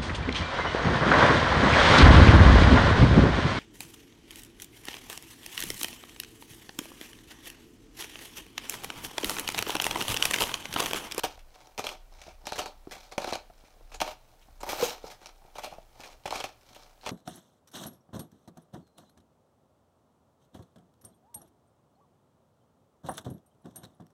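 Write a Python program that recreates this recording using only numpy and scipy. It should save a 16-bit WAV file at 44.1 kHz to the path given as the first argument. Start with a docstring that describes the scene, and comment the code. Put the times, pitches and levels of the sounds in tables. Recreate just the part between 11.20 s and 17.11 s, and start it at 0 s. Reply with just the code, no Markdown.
"""A small tiled kitchen, one mono microphone at arm's length from a plastic salt mill twisted by hand.
Crystals snap and crumble between the burrs, as bursts of crackling noise; grinding swells with each stroke
and loose salt slides softly beneath. The jar wall and its air ring briefly; dull blows swing the jar.
Behind lie a low rumble, a faint hum and a soft hiss, all slowly drifting noise."""
import sys
import numpy as np
from scipy import signal
from scipy.fft import rfft, irfft, next_fast_len
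from scipy.io import wavfile
from scipy.ndimage import map_coordinates

SR = 44100
rng = np.random.default_rng(int(sys.argv[2]) if len(sys.argv) > 2 else 0)


def file_out(sig):
    """Save sig as 16-bit WAV at sys.argv[1]."""
    # one column per channel
    cols = np.atleast_2d(sig).T
    # limit, then scale
    lim = np.clip(cols, -1, 1)
    pcm = np.round(lim * 32767).astype(np.int16)
    wavfile.write(sys.argv[1], SR, pcm)


N = 260631

# Room hiss, spectrum shape: (frequency [Hz], relative density [dB])
HISS_SPECTRUM = [(94, -25), (160, -13), (489, -12), (733, -9), (807, -21), (1500, -17), (1620, -19.5),
                 (4230, -24.5), (14800, -27.5), (16000, -24)]
# House rumble, spectrum shape: (frequency [Hz], relative density [dB])
RUMBLE_SPECTRUM = [(11, -48), (20, 5.5), (31, 11), (40, -24), (62, -1.5), (90, -28), (130, -48),
                   (220, -120)]
# House rumble, mean level before its drift: (time [s], level [dB])
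RUMBLE_LEVEL = [(.1, -55), (.6, -61.5), (1.3, -52.5), (1.8, -58.5), (2.7, -53), (3.3, -58.5), (5.8, -61)]
# Decay of the tiled room: (frequency [Hz], t60 [s])
KITCHEN_DECAY = [(200, 0.29), (1000, 0.27), (4000, 0.28), (12000, 0.11)]
# Dull blows on the jar, from fingertips and from the mill jerking free; each starts 2.5 ms after its time:
# (time [s], relative level [dB], pitch [Hz], t60 [s])
JAR_BLOWS = [(.038, -15, 720, 0.011), (.175, -39, 750, 0.021), (.583, -20.5, 750, 0.014),
             (.753, -42, 750, .04), (1.077, -32.5, 636, 0.028), (1.238, -42, 850, .04),
             (1.669, -24, 349, 0.018), (1.976, -16.5, 345, 0.021), (2.072, -20, 356, 0.018),
             (2.123, -12.5, 682, 0.012), (2.298, -34.5, 713, 0.017), (2.436, -41, 294, 0.013),
             (2.564, -50, 690, 0.034), (2.606, -40.5, 556, 0.013), (3.281, -42, 770, 0.028),
             (3.6236, -6.5, 483, 0.033), (3.8391, -20, 478, 0.012), (4.217, -44.5, 800, .025),
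             (4.246, -40.5, 730, 0.021), (4.278, -44, 810, 0.027), (4.47, -30, 610, 0.032),
             (4.523, -27, 763, 0.018), (4.581, -29, 664, 0.017), (4.796, -32, 307, .011),
             (5.054, -16.5, 800, 0.0092), (5.504, -46, 217, 0.029)]
# Resonances of the jar wall and air: (frequency [Hz], width [Hz], relative level [dB])
JAR_MODES = [(134, 700, -18.5), (314, 101, -4), (476, 155, -4.5), (612.4, 52.6, 3.5), (743, 40.8, 4.5),
             (900, 125, 1.5), (1121, 105, -5), (1246, 111, -6)]
# Rings of the mill head: (frequency [Hz], width [Hz], level over the grit [dB])
HEAD_MODES = [(2300, 300, 4.5), (3440, 280, 7.5), (4130, 590, 1.5), (5424, 210, -3)]
# Grit heard through the mill head, spectrum shape: (frequency [Hz], relative density [dB])
GRIT_SPECTRUM = [(760, -47), (1300, 4), (1970, -8.5), (2870, -2), (4720, -5), (5430, 1.5), (8500, -13.5),
                 (11000, -18), (18700, -120)]
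# Sparkle of fractures in the open air, spectrum shape: (frequency [Hz], relative density [dB])
SPARKLE_SPECTRUM = [(4710, -49), (8000, 12), (10900, 9), (12500, 20), (16000, 11.5)]
# Twists of the wrist and easings back for a new grip:
# (start [s], length [s], relative grind level [dB], jar share [dB], relative sparkle share [dB])
STROKES = [(-.1, 0.31, -54.5, 0, 2), (0.215, 0.37, -67.5, 2, -7), (0.567, 0.22, -48.5, 3.5, -1.5),
           (0.876, .3, -63.5, -4, -8), (1.172, 0.43, -59.5, 8, -3), (1.64, 0.31, -60, -5, -2.5),
           (1.964, 0.27, -45.5, 0, -7), (2.263, .36, -80, -22, -12), (2.791, .18, -46, -1.5, -2),
           (3.405, 0.43, -40, -1, 5), (3.792, 0.17, -54, 1.5, -1.5), (3.983, 0.16, -61, -6, -6),
           (4.14, 0.57, -73.5, 3, 0), (4.691, 0.32, -61, 3.5, -4), (5.023, 0.32, -48, -7, -5.5),
           (5.375, 0.39, -62.5, -6, 0), (5.805, 0.21, -50, -7, -10)]
# Crystals that snap:
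# (time [s], relative level [dB], relative jar share [dB], crumble t60 [s], ring [Hz])
SNAPS = [(.0354, -17.5, -2.5, 0.088, 3450), (0.0396, -13, -4, 0.064, 3680), (.192, -40.5, -17, 0.07, 2760),
         (.412, -43.5, -4.5, 0.078, 2500), (.4716, -48, -6, .04, 5500), (0.5787, -19, -5, 0.092, 2600),
         (.5924, -17.5, -6, 0.063, 2390), (0.6413, -23, -2, 0.089, 4140), (0.6682, -20.5, -13, 0.046, 3200),
         (.6903, -24, -13.5, 0.059, 3030), (.714, -29, -3, 0.094, 2400), (1.0163, -33.5, -16, 0.058, 2400),
         (1.0909, -41.5, -1.5, .21, 2615), (1.2553, -36, -7.5, 0.075, 5860),
         (1.2692, -21.5, -6.5, 0.043, 2450), (1.2777, -24.5, -12, .1, 4250), (1.29, -35, -1, 0.055, 4180),
         (1.3212, -27, -3, 0.048, 2660), (1.3309, -27.5, -13, 0.079, 4270), (1.3572, -22.5, -9, 0.12, 2180),
         (1.3802, -17, 0, 0.14, 3660), (1.3906, -19, -3, 0.1, 3760), (1.4172, -27, -0.5, 0.12, 4530),
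         (1.4589, -26.5, 1, .1, 4400), (1.711, -25, -8, 0.18, 2400), (1.915, -37, 1, 0.14, 4530),
         (1.9211, -33, -3, 0.06, 2400), (1.98, -21, -3.5, 0.059, 2600), (2.001, -30, 0, .1, 2500),
         (2.019, -28, 0.5, 0.1, 4060), (2.0438, -26.5, 0, 0.062, 2500), (2.0736, -30.5, 4, 0.071, 4030),
         (2.0907, -27, -3, 0.081, 2650), (2.1246, -22.5, -3.5, 0.069, 2470),
         (2.1327, -20.5, -7.5, 0.096, 4130), (2.1539, -27, -1.5, 0.044, 2590),
         (2.447, -45, -10, 0.14, 2500), (2.7181, -29.5, -5.5, 0.13, 2640), (2.7465, -30.5, -5, 0.077, 6750),
         (2.803, -18.5, -4, 0.11, 2850), (2.815, -15, -3.5, 0.07, 2660), (2.8766, -27, 3.5, .1, 4100),
         (2.9075, -30, -3, 0.077, 2770), (3.2154, -44.5, -21, 0.11, 3700), (3.4051, -35, -1.5, 0.1, 7140),
         (3.4315, -27.5, 0.5, 0.068, 2380), (3.4651, -27.5, 6, 0.25, 2400),
         (3.4904, -16.5, -14, 0.17, 2380), (3.5296, -26, 2.5, 0.053, 2490), (3.583, -26.5, 7.5, 0.36, 2420),
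         (3.6284, -18, -11.5, 0.2, 6400), (3.6411, -18.5, -13, 0.17, 3700),
         (3.6956, -28.5, -16, 0.045, 5360), (3.902, -28.5, -10.5, 0.14, 2280),
         (4.0157, -39.5, -0.5, 0.13, 2380), (4.0589, -36, -10.5, 0.056, 5570),
         (4.0697, -42, -20, 0.036, 5400), (4.355, -32, -0.5, 0.13, 3860),
         (4.3834, -26.5, -0.5, 0.084, 2420), (4.4112, -32, -12, 0.36, 3000),
         (4.4346, -26.5, -0.5, 0.16, 2570), (4.444, -30, -8, 0.057, 4300), (4.5138, -40, 5, 0.2, 2600),
         (4.8046, -31.5, -8.5, 0.11, 2570), (4.8357, -31, -11.5, 0.11, 2500), (4.9017, -38, -9, 0.15, 2520),
         (5.037, -50, -23, 0.081, 4000), (5.0583, -23.5, -6, 0.062, 2570), (5.0766, -27, -2.5, 0.065, 3180),
         (5.1073, -26.5, 0, 0.059, 4130), (5.1237, -25, 3, 0.082, 2400), (5.1398, -27, -8, .1, 2600),
         (5.149, -29.5, -3, 0.086, 2500), (5.1564, -20, -3, .08, 2530), (5.172, -31, -6, .1, 4500),
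         (5.185, -30.5, -1.5, 0.093, 2700), (5.2018, -21, -4, .06, 3000), (5.24, -21.5, -4, 0.082, 2570),
         (5.548, -34, -16, 0.1, 2730), (5.812, -43.5, -14, 0.069, 4220), (5.84, -37.5, 2, 0.38, 4180),
         (5.8625, -19.5, 0.5, 0.099, 2780), (5.891, -25.5, -14, 0.034, 2460)]
# Rings of the small grains: (frequency [Hz])
TICK_RINGS = 2580, 2550, 3800, 5300

TOP_HZ = 15750  # band limit of the recorder
WET_DB, PREDELAY = -13, SR // 200  # room answer; delay in samples

# blows on the jar
HARD_T60_S = .02  # blows that ring longer are softer: less clack and shove
CLACK_DB, CLACK_GROWS = 5, 0.64  # over the swing at -40 dB; dB gained per dB of swing
SHOVE_DB, SHOVE_GROWS = -31, .15  # likewise: hard blows shove hardly more than soft ones
RATTLE_DB, RATTLE_T60_S = -15, .04  # over the swing at -40.5 dB; grows like the clack

# strokes and the salt that settles between them
SWELL_POWER = 2.4  # power of the half-sine swell
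REST_DB, REST_JAR_DB = -77, -70  # relative levels of loose salt, head and jar
GRIND_SPARKLE_DB = -11.5  # sparkle relative to the grind
SCRAPE_HZ, SCRAPE_DB, SCRAPE_T60_S = 2360, -21, .014  # level relative to a light grind

# small grains that crack over the grind, no louder in hard strokes
TICKS_PER_S, TICK_T60_S = 70, .028
TICK_DB, TICK_SPREAD_DB = 5, 7.5  # least level over the grind; random extra, at most
TICK_TOP_DB = -62  # grind level above which ticks and scrape stop growing
TICK_JAR_DB = -20, 0  # range of the relative jar share

# crystals
SPLIT, SNAP = .4, .15  # first split and click over the crumbling, for a crumble t60 of 1 s
SNAP_T60_S, RING_T60_S = .008, .0038
SNAP_SPARKLE_DB = -25.5  # share in the open air, before that of the stroke


def amp(db):
    """dB to gain."""
    return 10 ** (np.asarray(db) / 20)


def unit(x):
    """Scaled to rms 1."""
    return x / np.sqrt(np.mean(np.abs(x) ** 2) + 1e-20)


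def along(points, hz):
    """(Hz, value) points read along a log frequency axis."""
    f, v = np.transpose(points)
    return np.interp(np.log(hz + 1), np.log(f + 1), v)


def wobble(rate):
    """A smooth random curve, rate knots a second."""
    knots = rng.standard_normal(int(N * rate / SR) + 4)
    return map_coordinates(knots, [np.arange(N) * rate / SR])


def filtered(x, response):
    """x times a complex response of frequency."""
    m = next_fast_len(N + SR // 2)
    return irfft(rfft(x, m) * response(np.fft.rfftfreq(m, 1 / SR)), m)[:N]


def modes(table, f):
    """Causal resonances of alternating sign."""
    total = 0
    for k, (center, width, db) in enumerate(table):
        resonance = 1j * f * width / (center * center - f * f + 1j * f * width)
        total = total + (-1) ** k * amp(db) * resonance
    return total


def causal(points, f):
    """Minimum-phase response with the gain of the (Hz, dB) points, no lower than -50 dB."""
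    cepstrum = irfft(np.log(amp(np.maximum(along(points, f), -50))))
    cepstrum[1:len(f) - 1] *= 2  # fold the part before zero onto the part after
    cepstrum[len(f):] = 0
    return np.exp(rfft(cepstrum))


def crackle(count, spread_db):
    """White noise in which single tiny fractures stand out, rms 1."""
    return unit(rng.standard_normal(count) * amp(spread_db * rng.exponential(size=count)))


def shaped_noise(response):
    """Steady white noise coloured by a response, rms 1."""
    return unit(filtered(rng.standard_normal(N), response))


def room_tone():
    """House rumble, a fuzzy appliance hum and faint hiss: coloured noises whose levels drift."""
    rumble_db = np.interp(np.arange(N) / SR, *np.transpose(RUMBLE_LEVEL)) + 3.2 * wobble(3.6)
    rumble = amp(rumble_db) * shaped_noise(lambda f: amp(along(RUMBLE_SPECTRUM, f)))
    hum_db = -73.5 + 1.47 * wobble(12)
    hum = amp(hum_db) * shaped_noise(lambda f: modes([(116.0, 8.5, 0)], f))  # 116 Hz, 8.5 Hz wide
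    hiss_db = -66.5 + 0.37 * wobble(13)
    hiss = amp(hiss_db) * shaped_noise(lambda f: amp(along(HISS_SPECTRUM, f)))
    return rumble + hum + hiss


def kitchen(x):
    """Tiles and worktop answer with a tail of decaying noise, drawn anew each quarter second."""
    out, step = np.zeros(N + 2 * SR), SR // 4
    for k in range(0, N, step):
        hz, t, z = signal.stft(rng.standard_normal(SR // 2), SR, nperseg=256)
        decay = amp(-60 * t / along(KITCHEN_DECAY, hz)[:, None])
        tail = signal.istft(z * decay, SR, nperseg=256)[1]
        wet = signal.fftconvolve(x[k:k + step], tail / np.linalg.norm(tail))
        out[k + PREDELAY:][:len(wet)] += wet
    return out[:N]


def taps():
    """A blow swings the damped jar wall for a few cycles, clacks dully, shoves the jar and rattles the salt."""
    out = np.zeros(N + SR)
    t = np.maximum(np.arange(SR // 5) / SR - .0025, 0)  # every blow starts 2.5 ms after its listed time
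    shove = (1 - t / 0.0029) * (t / 0.00087) * np.exp(-t / 0.0014)
    clack = (1 - t / 0.00043) * (t / 0.00023) ** 2 * np.exp(-t / 0.000073)
    for s, db, hz, t60 in JAR_BLOWS:
        onset = (1 - np.exp(-t / (0.088 * t60))) ** 2
        swing = onset * amp(-60 * t / max(t60, .008)) * np.sin(2 * np.pi * hz * t)
        salt = np.convolve(rng.standard_normal(len(t)), np.hanning(48) / 4, 'same')
        rattle = salt * (t > 0) * amp(-60 * t / RATTLE_T60_S)  # salt jumps inside
        hardness = (HARD_T60_S / t60) ** 2
        clack_db = CLACK_DB + (CLACK_GROWS - 1) * (db + 40)
        shove_db = SHOVE_DB + (SHOVE_GROWS - 1) * (db + 40)
        rattle_db = RATTLE_DB + (CLACK_GROWS - 1) * (db + 40.5)
        contact = hardness * (amp(clack_db) * clack + amp(shove_db) * shove)
        blow = swing + contact + amp(rattle_db) * rattle
        out[round(s * SR):][:len(t)] -= amp(db + 3.0) * blow
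    return out[:N]


def strokes():
    """Half-sine swells of grinding: level in dB at the mill head and in the jar, and sparkle share in dB."""
    t = np.arange(N) / SR
    start, length, db, jar_db, sparkle_db = np.transpose(STROKES)[:, :, None]
    progress = np.clip((t - start) / length, 0, 1)
    swells = amp(db) * np.abs(np.sin(np.pi * progress)) ** SWELL_POWER
    grit_db = 20 * np.log10(amp(REST_DB) + swells.sum(0))
    wall_db = 20 * np.log10(amp(REST_JAR_DB) + (swells * amp(jar_db)).sum(0))
    bright_db = np.interp(t, (start + length / 2)[:, 0], sparkle_db[:, 0])
    return grit_db, wall_db, bright_db


def ticks(grit_db):
    """Small grains crack at random moments, following the grind up to a cap; rows like the snaps."""
    draw = rng.random((600, 4))
    times = np.cumsum(-np.log(draw[:, 0])) / TICKS_PER_S
    rows = []
    for s, strength, pitch, share in zip(times, *draw.T[1:]):
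        if s * SR < N - 1:
            grind_db = min(grit_db[int(s * SR)], TICK_TOP_DB)
            db = grind_db + TICK_DB + TICK_SPREAD_DB * strength
            jar_db = np.interp(share, [0, 1], TICK_JAR_DB)
            rows.append((s, db, jar_db, TICK_T60_S, TICK_RINGS[int(pitch * len(TICK_RINGS))]))
    return rows


def scraping(grit, grit_db):
    """Light strokes scrape the burr into a short decaying tone, which grows no further in hard ones."""
    t = np.arange(900) / SR
    light = grit * amp(SCRAPE_DB - np.maximum(grit_db - TICK_TOP_DB, 0))
    tone = np.sin(2 * np.pi * SCRAPE_HZ * t) * amp(-60 * t / SCRAPE_T60_S)
    return np.convolve(light, tone)[:N]


def fracture(t60, hz):
    """A crystal splits, its pieces crumble and it rings: the burst, the jerk on the jar and the ring."""
    t = np.arange(SR // 5) / SR
    snap = SNAP / t60 * amp(-60 * t / SNAP_T60_S)  # a brittle crystal splits at once, a tough one hardly clicks
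    crumble = (1 - np.exp(-t / (0.042 * t60))) * amp(-60 * t / max(t60, .01))  # then its pieces are crushed
    envelope = snap + crumble
    burst = envelope * crackle(len(t), spread_db=3.0)
    burst *= np.linalg.norm(envelope) / np.linalg.norm(burst)
    burst[0] = SPLIT / t60  # the first split
    jerk = 0.97 * burst + 0.23 / t60 * np.exp(-t / 0.000096)  # the burr jumps forward and kicks the jar
    tone = np.sin(2 * np.pi * hz * t[:256]) * amp(-60 * t[:256] / RING_T60_S)
    return burst, jerk, np.convolve(burst, tone)[:len(t)]


def forces():
    """Grinding and fracture forces on the mill head, the jar and the open air, and the ringing tones."""
    rough_db = 0.4 * wobble(45) + 1.38 * wobble(160)  # the burrs catch and let go
    grit_db, wall_db, bright_db = strokes()
    levels_db = grit_db, wall_db, grit_db + GRIND_SPARKLE_DB + bright_db
    grinding = [amp(db + rough_db + 0.47 * wobble(30)) * crackle(N, spread_db=3.0) for db in levels_db]
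    scrape = scraping(grinding[0], grit_db)
    force = np.pad(grinding + [scrape], ((0, 0), (0, SR)))
    for s, db, jar_db, t60, hz in SNAPS + ticks(grit_db):
        burst, jerk, ring = fracture(t60, hz)
        sparkle_db = SNAP_SPARKLE_DB + bright_db[round(s * SR)]
        parts = [amp(-15) * burst, amp(jar_db - 10.0) * jerk, amp(sparkle_db) * burst, amp(-23.5) * ring]
        force[:, round(s * SR):][:, :len(burst)] += amp(db) * np.array(parts)
    return force[:, :N] * amp(1.7 * wobble(170))  # pieces give way in clumps


def mill():
    """Each force sounds through its own body: resonant head, ringing jar, open air; the tones pass as they are."""
    grit, jar, sparkle, ring = forces()
    head = filtered(grit, lambda f: unit(causal(GRIT_SPECTRUM, f) * (1 + modes(HEAD_MODES, f))))
    wall = filtered(jar, lambda f: unit(modes(JAR_MODES, f)))
    air = filtered(sparkle, lambda f: unit(causal(SPARKLE_SPECTRUM, f)))
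    return head + wall + ring + air


def scene():
    """The mill at arm's length from the microphone, the kitchen's answer and the room tone behind it."""
    near = mill() + taps()
    return (near + amp(WET_DB) * kitchen(near) + room_tone())[None]


def record(dry):
    """The mono recorder keeps almost nothing above its band limit."""
    return filtered(dry[0], lambda f: 1 / (1 + (f / TOP_HZ) ** 200))[None]


dry = scene()
out = record(dry)
file_out(out)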